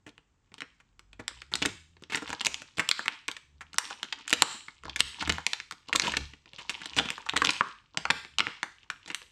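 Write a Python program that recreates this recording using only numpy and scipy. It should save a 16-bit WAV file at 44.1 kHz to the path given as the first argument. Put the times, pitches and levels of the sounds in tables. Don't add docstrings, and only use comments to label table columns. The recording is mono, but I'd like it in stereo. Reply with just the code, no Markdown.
import sys
import numpy as np
from scipy import signal
from scipy.fft import rfft, irfft, next_fast_len
from scipy.io import wavfile
from scipy.ndimage import uniform_filter1d, map_coordinates

SR = 44100
rng = np.random.default_rng(int(sys.argv[2]) if len(sys.argv) > 2 else 0)


def to_wav(s):
    ch = np.atleast_2d(s).T
    pcm = np.round(np.clip(ch, -1, 1) * 32767)
    wavfile.write(sys.argv[1], SR, pcm.astype(np.int16))


N = 410571

# start in seconds,
# level of the ringing sheet in dB, pitch of the patch in Hz, slip length in ms, then crack and thump in dB
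CREASES = [(0.064, -38.5, 2200, 17, -14.5, -4.5), (0.091, -40, 3360, 2.6, -14, -13),
           (0.1792, -42, 2080, 1.4, -17, -13), (0.518, -47, 2260, 3.9, -22, -7),
           (0.541, -35.5, 2850, 1, -10, -18), (0.5808, -38, 2880, 6.3, -13, -14),
           (0.6054, -28.5, 2460, 3, -16, -27), (0.6189, -23, 2400, 1.1, -20.5, -19),
           (0.8008, -48.5, 2000, 6.3, -16, -16), (0.9939, -37, 2060, 1.35, -11, -24),
           (1.1305, -39.5, 2420, 2.3, -15, -14), (1.1928, -44, 1790, 2.2, -19, -3),
           (1.1961, -35.5, 1690, 8.8, -14, 1.5), (1.28, -18, 2410, 0.69, -3.5, -35),
           (1.3107, -39, 1560, 1.2, -26, -12.5), (1.418, -29.5, 2360, 1.5, -16, -26),
           (1.5169, -34.5, 1800, 11, -14, -10), (1.538, -9, 3410, 0.41, -12.5, -22.5),
           (1.554, -13, 4340, 2, -5.5, -27), (1.6196, -20.5, 2860, 1.1, -15.5, -6.5),
           (1.6239, -10.5, 3060, 5.3, -17, -18), (1.651, -14.5, 1590, 5.5, -17, -13),
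           (1.6575, -14.5, 2700, 2.8, -5, -8.5), (1.967, -48.5, 2880, 2.9, -28, -6),
           (2.023, -47.5, 990, 2, -1, 5.5), (2.0366, -36, 3800, 1.3, -12, -40),
           (2.0985, -33, 2540, 12, -17, -12), (2.1208, -24.5, 2220, 20, -11, -12.5),
           (2.1462, -15, 2180, 2.1, -27, -18), (2.1544, -19.5, 1900, 4, -5.5, -29),
           (2.1709, -22.5, 2270, 9.1, -14.5, -13.5), (2.221, -32.5, 1400, 8.3, -15, -3),
           (2.276, -30.5, 2560, 2, -16, -25), (2.293, -29, 2120, 2.2, -9, -10),
           (2.3022, -24, 1650, 1.34, -8.5, -12), (2.329, -20.5, 1470, 3.7, -14, -20),
           (2.4079, -18.5, 3300, 1.4, -20, -28), (2.4114, -20, 3200, 3, -11, -23),
           (2.4485, -18, 2770, 1.9, -2.5, -25), (2.458, -15, 4580, 3.4, -7, -24),
           (2.4669, -7, 2700, 2, -6, -18.5), (2.5434, -19.5, 2810, 0.57, -9, -43),
           (2.6187, -31, 2470, 2.1, -11, -12), (2.7707, -34, 3430, 13, -7, -11),
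           (2.7831, -21, 1880, 2.5, -12, -10.5), (2.795, -8.5, 2040, 6.8, -16.5, -16.5),
           (2.8893, -10.5, 3030, 2, -5, -26), (2.9128, 1, 3800, 1.55, -14.5, -42),
           (2.9924, -18.5, 1590, 2.3, -19, -18), (3.057, -25, 1940, 3.9, -15, -21),
           (3.0811, -3, 2400, 0.16, -20, -38), (3.2817, -23.5, 2690, 0.63, 1.5, -15),
           (3.2849, -17.5, 2120, 1.6, -20, -33), (3.3144, -26.5, 3630, 1.25, -3, -34),
           (3.366, -30.5, 2780, 3.2, -10.5, -23.5), (3.6079, -33.5, 1700, 11.7, -13, -24.5),
           (3.7309, -36.5, 3450, 2.9, -14, -19), (3.7427, -33, 1670, 1.2, -6, -14),
           (3.7837, -6.5, 2060, 1.8, 3, -47), (3.908, -23, 1110, 1.96, -16, -36),
           (4.03, -15.5, 3280, 1.4, -13, -30), (4.1249, -20, 2860, 3.4, -18, -33),
           (4.2785, -25.5, 2220, 1.8, -1.5, -43), (4.296, -27.5, 3300, 0.71, 1, -40),
           (4.305, -24, 2840, 1.2, 0, -26), (4.312, -22.5, 3180, 2.4, -11, -35),
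           (4.3284, -4.5, 2480, 1.74, -4.5, -14), (4.334, -4, 2780, 2, -6, -20),
           (4.4215, 7, 2830, 0.69, -5, -26.5), (4.544, -47.5, 1000, 4.6, -28, 0.5),
           (4.6826, -30.5, 2017, 2.2, -24, -21), (4.8357, -34.5, 1460, 1.1, -12, -14),
           (4.8532, -29.5, 1520, 2.3, -14.5, -8.5), (4.881, -30, 1050, 1.1, -27, -15),
           (4.8951, -25, 3270, 2.3, -22, -20), (4.96, -17.5, 2650, 3.6, -11, -28),
           (4.9927, -25, 3080, 8.6, -4, -20), (5.005, -1.5, 3100, 1.23, -2, -24.5),
           (5.207, -21.5, 2760, 8.9, -17.5, -21.5), (5.2219, -23, 1143, 5.6, -13, -11.5),
           (5.225, -25, 1700, 3.8, -11, -37), (5.275, -21, 2200, 3.2, -13, -8.5),
           (5.2944, -14, 3080, 2.8, -7, -10), (5.298, -7, 2600, 3.3, -24, -18),
           (5.323, -16.5, 3670, 0.51, 0.5, -35), (5.3825, -19.5, 1240, 1.3, -21, -23),
           (5.4655, -9, 3160, 1.1, -6, -28), (5.533, -14, 3570, 1.7, -8.5, -45),
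           (5.601, -22.5, 3100, 0.44, -31, -31), (5.71, -26.5, 1480, 1.7, -2, -30),
           (5.7225, -28, 3030, 1.3, -5.5, -18.5), (5.886, -31.5, 3030, 1.5, -12, -11),
           (5.894, -30, 1060, 1.6, -24, -15), (5.9288, -8, 2200, 0.4, -19, -38),
           (5.9317, -11.5, 2880, 2.8, -11, -17), (5.95, -14, 1290, 3.3, -24, -11),
           (5.9555, -11, 3150, 0.66, -6, -25), (5.959, -4.5, 3430, 2, -3, -22),
           (5.9971, -2.5, 3190, 1.6, -9.5, -28), (6.0188, -12.5, 3550, 3, -10, -21),
           (6.0345, -23.5, 1650, 33, -12, -6), (6.0781, -19, 890, 7.4, -10.5, -7.5),
           (6.1191, -24.5, 2406, 2.9, -9, -28), (6.138, -16.5, 1720, 2.8, -36, -20),
           (6.168, -10.5, 2930, 4.2, -10.5, -19.5), (6.174, -26.5, 2880, 1.1, -19, -7),
           (6.335, -38, 2370, 3.3, -19.5, -11), (6.458, -40, 2530, 1.2, -22, -16),
           (6.5335, -34, 2990, 0.6, -10, -17.5), (6.5832, -32, 2760, 23, -11.5, -16.5),
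           (6.6944, -15.5, 2510, 7, -7.5, -24), (6.8161, -30.5, 2220, 4.4, -10, -13.5),
           (6.8573, -24, 3200, 2.3, -8.5, -16.5), (6.9652, -21, 2780, 38, -6, -12),
           (6.986, -6, 2900, 7.2, -16, -17), (6.9962, -6, 2790, 1.7, -24, -11),
           (7.056, -28, 2330, 5.9, -10.5, -7.5), (7.0872, -21.5, 2980, 2, -25, -37),
           (7.1033, -15.5, 2330, 1.57, -10, -21.5), (7.18, -26.5, 1250, 0.93, -16, -21),
           (7.2635, -29, 1060, 3.1, -14, -34), (7.289, -20.5, 1900, 1.5, -14.5, -38),
           (7.295, -10.5, 2990, 1.5, -16.5, -53), (7.335, -22.5, 1220, 2.7, -28, -5.5),
           (7.3607, -14.5, 1510, 4.6, -19, -17), (7.366, -10.5, 2400, 1.6, -4, -39),
           (7.3743, -7.5, 3110, 1.4, -14, -15.5), (7.419, -7, 1500, 3.3, -16, -13.5),
           (7.444, -15, 1390, 1.5, -5, -22), (7.4483, -4.5, 2960, 1.66, -9.5, -20),
           (7.456, -14, 2830, 3.3, -1, -19), (7.4714, -2.5, 3290, 1.1, -17, -18.5),
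           (7.4903, -6, 2720, 3.9, -16, -18), (7.5053, -14.5, 4180, 1.8, 4, -51),
           (7.5337, -24.5, 2910, 3.6, -7.5, -38), (7.6086, -3.5, 964, 1.3, -51.5, -22),
           (7.945, -39.5, 1080, 3.7, -26, -14), (7.9725, -11.5, 3700, 1.86, -11, -18.5),
           (8.053, -11.5, 1514, 2, -21, -30), (8.1018, -7, 1720, 5, -20, -20),
           (8.1068, -2, 2630, 0.87, -7, -19), (8.2487, -28, 1750, 0.38, -32, -22),
           (8.3845, -8.5, 2700, 1.27, -8.5, -52), (8.394, -7.5, 2520, 0.99, -18, -21),
           (8.404, -1.5, 2460, 1.3, -19, -22), (8.4686, -11, 1950, 0.36, -31, -20),
           (8.6306, -11.5, 1770, 1.3, -11, -21), (8.6414, -37, 1440, 1.5, -20, -21.5),
           (8.9008, -18, 1975, 1.9, -13, -26), (9.06, -37.5, 3550, 2, -9.5, -13),
           (9.076, -37, 2910, 10.6, -2.5, -8.5), (9.101, -25.5, 2420, 5.1, -17, -12.5),
           (9.115, -34.5, 2500, 2, -1, -15), (9.146, -19.5, 2720, 1.6, 4.5, -30),
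           (9.217, -37.5, 1860, 1.9, -10, -12.5)]


def from_db(db):
    return 10 ** (np.asarray(db) / 20)


def rms_one(x):
    return x / np.sqrt(np.mean(x ** 2) + 1e-20)


def peak_one(rows):
    return rows / np.abs(rows).max(axis=-1, keepdims=True)


def at_hz(points, hz, column=1):
    points = np.array(points)
    return np.interp(np.log(hz), np.log(points[:, 0]), points[:, column])


def band(x, low_hz, high_hz):
    edges_hz = [low_hz, min(high_hz, 0.45 * SR)]
    return signal.sosfilt(signal.butter(2, edges_hz, "band", fs=SR, output="sos"), x)


def colour(x, spectrum):
    size = next_fast_len(N)
    hz = np.maximum(np.arange(size // 2 + 1) * SR / size, 1)
    coloured = rfft(x, size) * from_db(at_hz(spectrum, hz))
    return irfft(coloured, size)[..., :N]


def smooth(x, time_s):
    keep = np.exp(-1 / (time_s * SR))
    return signal.lfilter([1 - keep], [1, -keep], x)


def drift(rate_hz):
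    step = 40
    keep = np.exp(-2 * np.pi * rate_hz * step / SR)
    noise = rng.standard_normal(N // step + 2002)
    slow = signal.lfilter([1], [1, -2 * keep, keep ** 2], noise)[2000:]
    return np.interp(np.arange(N) / step, np.arange(len(slow)), rms_one(slow))


def air(level_db=-71, side_db=-8.5):
    # frequency in Hz, strength in dB per Hz.
    air_colour = [(18, -26), (30, -6.5), (115, -5), (194, -13), (937, -21.5), (1250, -24), (4300, -38.5),
                  (7470, -37.5), (10800, -53), (16000, -44)]
    mid, side = rng.standard_normal((2, N))
    stereo = mid + from_db(side_db) * side * [[1], [-1]]
    return from_db(level_db) * rms_one(colour(stereo, air_colour))


def snaps(size=2600):
    cycles, ring_on, hollow_db = 3.06, 0.17, -28
    rise_s, ragged_db, thump_t60_s = 0.000079, 4.0, 0.074
    body_db, crack_boost_db, thump_boost_db, scatter_db = -8, 3.0, 4.0, 0.6
    start_s, peak_db, hz, slip_ms, crack_db, thump_db = np.transpose(CREASES)[:, :, None]
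    t = np.arange(size) / SR
    noise = rng.standard_normal((len(start_s), 4, size))

    ragged = from_db(ragged_db * rms_one(uniform_filter1d(noise[:, 3], size=30)))
    fade = np.exp(-0.5 * (1000 * t / np.maximum(slip_ms, 0.2)) ** 2)
    course = (1 - np.exp(-t / rise_s)) * fade * ragged
    slip = noise[:, 0] * course

    hollow = np.maximum(from_db(hollow_db - crack_db), 1)
    ring_fade = from_db(-60 * t * hz / cycles / hollow ** ring_on)
    ring = np.sin(2 * np.pi * hz * t) * ring_fade * (1 - np.exp(-t * hz))
    patch = peak_one(band(signal.fftconvolve(slip, ring, axes=1)[:, :size], 550, 7170))
    body = peak_one(band(band(slip, 520, 4980), 690, 3300)) / hollow
    crack = peak_one(band(noise[:, 1] * course, 2470, 12150))
    thump_course = course + from_db(-60 * t / thump_t60_s)
    thump = peak_one(band(noise[:, 2] * thump_course, 118, 648))

    shapes = peak_one(patch + from_db(body_db) * body)
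    shapes = shapes + from_db(crack_db + crack_boost_db) * crack
    shapes = shapes + from_db(thump_db + thump_boost_db) * thump
    pans_db = scatter_db * noise[:, 3, 0]
    starts = (start_s[:, 0] * SR).astype(int)
    out = np.zeros((2, N + size))
    for start, shape, level_db, pan_db in zip(starts, shapes, peak_db, pans_db):
        sides_db = pan_db * np.array([[0.5], [-0.5]])
        out[:, start:start + size] += shape * from_db(level_db + sides_db)
    return out[:, :N]


def aftermath(start_db=-52.5, rise_s=0.012, fade_db_per_s=136.5):
    start_s, peak_db = np.transpose(CREASES)[:2]
    kicks = np.full(N, 1e-18)
    np.add.at(kicks, (start_s * SR).astype(int), from_db(peak_db + start_db))
    fading = signal.lfilter([1], [1, -from_db(-fade_db_per_s / SR)], kicks)
    return smooth(fading, rise_s)


def crackle(per_s=900, spread_db=6.0, clump_db=6.5, rub_db=-12):
    # time in seconds, level in dB.
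    grip = [(0.0, -109), (0.7, -78), (1.09, -99), (1.35, -65), (1.84, -100), (2.28, -45), (2.7, -63.5),
            (3.42, -100), (3.9, -49.5), (4.7, -72.5), (5.16, -47.5), (5.75, -81), (6.07, -41.5),
            (6.42, -80), (6.6, -48.5), (7.45, -57), (7.8, -74), (9.31, -64)]
    # frequency in Hz, strength in dB per Hz.
    sheet_colour = [(120, -42.5), (200, 0.5), (361, -1.5), (638, -8.5), (994, 4), (1460, -6.5), (2890, 4),
                    (5830, -9.5), (7680, -20), (12400, -34.5), (15200, -33.5), (16400, -47)]
    sizes = from_db(spread_db * np.minimum(rng.exponential(1, N), 4)) * rng.choice([-1, 1], N)
    chance = per_s * from_db(clump_db * drift(15)) / SR
    clicks = sizes * (rng.random(N) < chance)

    edges_hz = np.geomspace(200, 19000, 9)
    dealt = rng.integers(0, 8, N)
    grains = np.zeros(N)
    for k in range(8):
        grains += band(clicks * (dealt == k) + 1e-18, edges_hz[k], edges_hz[k + 1])
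    grains = rms_one(grains) + from_db(rub_db) * rng.standard_normal(N)

    grip_s, grip_db = np.transpose(grip)
    loudness = from_db(np.interp(np.arange(N) / SR, grip_s, grip_db)) + aftermath()
    return loudness * rms_one(colour(grains, sheet_colour))


def workshop(x, first_s=0.00095, early_db=12.5, early_t60_s=0.047, move_s=0.13, count=4, size=32000):
    # frequency in Hz, time to fade by 60 dB in seconds, level in dB,
    # left-right difference (side) in dB against the shared part (mid).
    room = [(149, 0.26, -11, -14.5), (410, 0.2, -8, -15.5), (1060, 0.32, -10, -13.5), (2700, 0.45, -14, -9),
            (7060, 0.48, -13, -6), (14000, 0.4, -26.5, 7.5)]
    t = np.arange(size) / SR
    white = rng.standard_normal((2, 2, count, 1, size))
    patterns = 0
    edges_hz = 70 * 2 ** np.arange(0, 8.1, 0.5)
    for k, (low_hz, high_hz) in enumerate(zip(edges_hz, edges_hz[1:])):
        hz = np.sqrt(low_hz * high_hz)
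        t60_s, level_db, side_db = (at_hz(room, hz, column) for column in (1, 2, 3))
        mid, side = band(white[k % 2], low_hz, high_hz)
        decay = from_db(-60 * t / t60_s) + from_db(early_db - 60 * t / early_t60_s)
        energy = np.sqrt(t60_s * SR / np.log(1000) / 2)
        stereo = mid + from_db(side_db) * side * [[1], [-1]]
        patterns = patterns + from_db(level_db) * decay / energy * stereo
    patterns = patterns * np.clip(t / first_s - 1, 0, 1)

    place = np.arange(N) / SR / move_s
    wet = np.zeros((2, N))
    for k, pattern in enumerate(patterns):
        distance = np.abs((place - k + 1) % count - 1)
        share = np.sqrt(np.maximum(1 - distance, 0))
        wet += signal.oaconvolve(share * x[None], pattern, axes=1)[:, :N]
    return wet


def wobble(waver=0.03, octave_db=-9, rumble_db=-12):
    # time of the peak in seconds, pitch at the peak in Hz,
    # level in dB, rise in seconds, fade in seconds.
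    flaps = [(1.15, 49.7, -58.5, .5, 0.49), (1.38, 61.2, -55.5, 0.26, 0.3), (1.62, 72.3, -54, 0.51, 1),
             (1.7, 98.7, -48, 0.1, 0.17), (2.31, 74.4, -52.5, 0.12, 0.11), (2.48, 70.4, -53, .08, 0.23),
             (3.55, 74.25, -59, 0.22, 0.71), (4.43, 80.74, -51.5, .2, 0.081), (4.87, 67.4, -50, .12, 0.48),
             (5.05, 68.45, -43, 0.16, 0.11), (5.31, 79.1, -32, 0.11, 0.13),
             (5.96, 70.3, -46.5, 0.061, 0.28), (6.22, 70.06, -39.5, 0.29, 0.18),
             (6.74, 64, -64, 0.61, 0.19), (7.0, 70.4, -42.5, 0.11, .14), (7.39, 72.75, -44.5, .16, 0.26),
             (8.11, 69.7, -50.5, .17, 0.27), (8.43, 82, -51, 0.22, 0.11)]
    swing_range_db, stiffen_hz_per_s = 30.5, 30
    rest_hz, rest_db = 48.1, -78.5
    t = np.arange(N) / SR
    hz, level_db = np.full(N, rest_hz), np.full(N, rest_db)
    for peak_s, peak_hz, peak_db, rise_s, fade_s in flaps:
        away = np.maximum((peak_s - t) / rise_s, (t - peak_s) / fade_s)
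        swing_db = peak_db - swing_range_db * away
        hz = np.where(swing_db > level_db, peak_hz + stiffen_hz_per_s * (t - peak_s), hz)
        level_db = np.maximum(swing_db, level_db)
    turn = 2 * np.pi * np.cumsum(hz * (1 + waver * drift(9.9))) / SR
    tone = np.sin(turn) + from_db(octave_db) * np.sin(2 * turn + 1)
    rumble = rms_one(band(rng.standard_normal(N), 22, 120))
    return from_db(level_db) * rms_one(tone + from_db(rumble_db) * rumble)


def later(x, start_us=3.4, end_us=31.8):
    lag = np.linspace(start_us, end_us, N) * SR / 1e6
    return map_coordinates(x, [np.arange(N) - lag], order=3, mode="nearest")


def gain_control(x, knee_db=-26, share=0.54, release_db_per_s=150, attack_s=0.0032, window_s=0.0012):
    power = uniform_filter1d(np.mean(x ** 2, axis=0), round(window_s * SR))
    loudness_db = 10 * np.log10(np.abs(power) + 1e-12)
    duck_db = share * np.maximum(loudness_db - knee_db, 0)
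    ramp_db = release_db_per_s * np.arange(N) / SR
    held_db = np.maximum.accumulate(duck_db + ramp_db) - ramp_db
    return x * from_db(-smooth(held_db, attack_s))


def scene():
    sheet = snaps() + crackle()
    return sheet + workshop(sheet.mean(axis=0)) + wobble() + air()


def record(dry):
    # frequency in Hz, gain in dB.
    microphone = [(300, -1.5), (640, -8.5), (900, -2.5), (5800, 3), (7700, 6), (9500, -5), (16000, -16.5)]
    ceiling, drive, cutoff_hz = 0.86, 1.14, 16500
    left = signal.lfilter([0.75, 0.25], [1], later(dry[0])) * from_db(0.26)
    ports = gain_control(colour(np.array([left, dry[1]]), microphone))
    rounded = ceiling * np.tanh(drive * ports / ceiling)
    return signal.sosfilt(signal.cheby2(12, 70, cutoff_hz, fs=SR, output="sos"), rounded)


dry = scene()
out = record(dry)
to_wav(out)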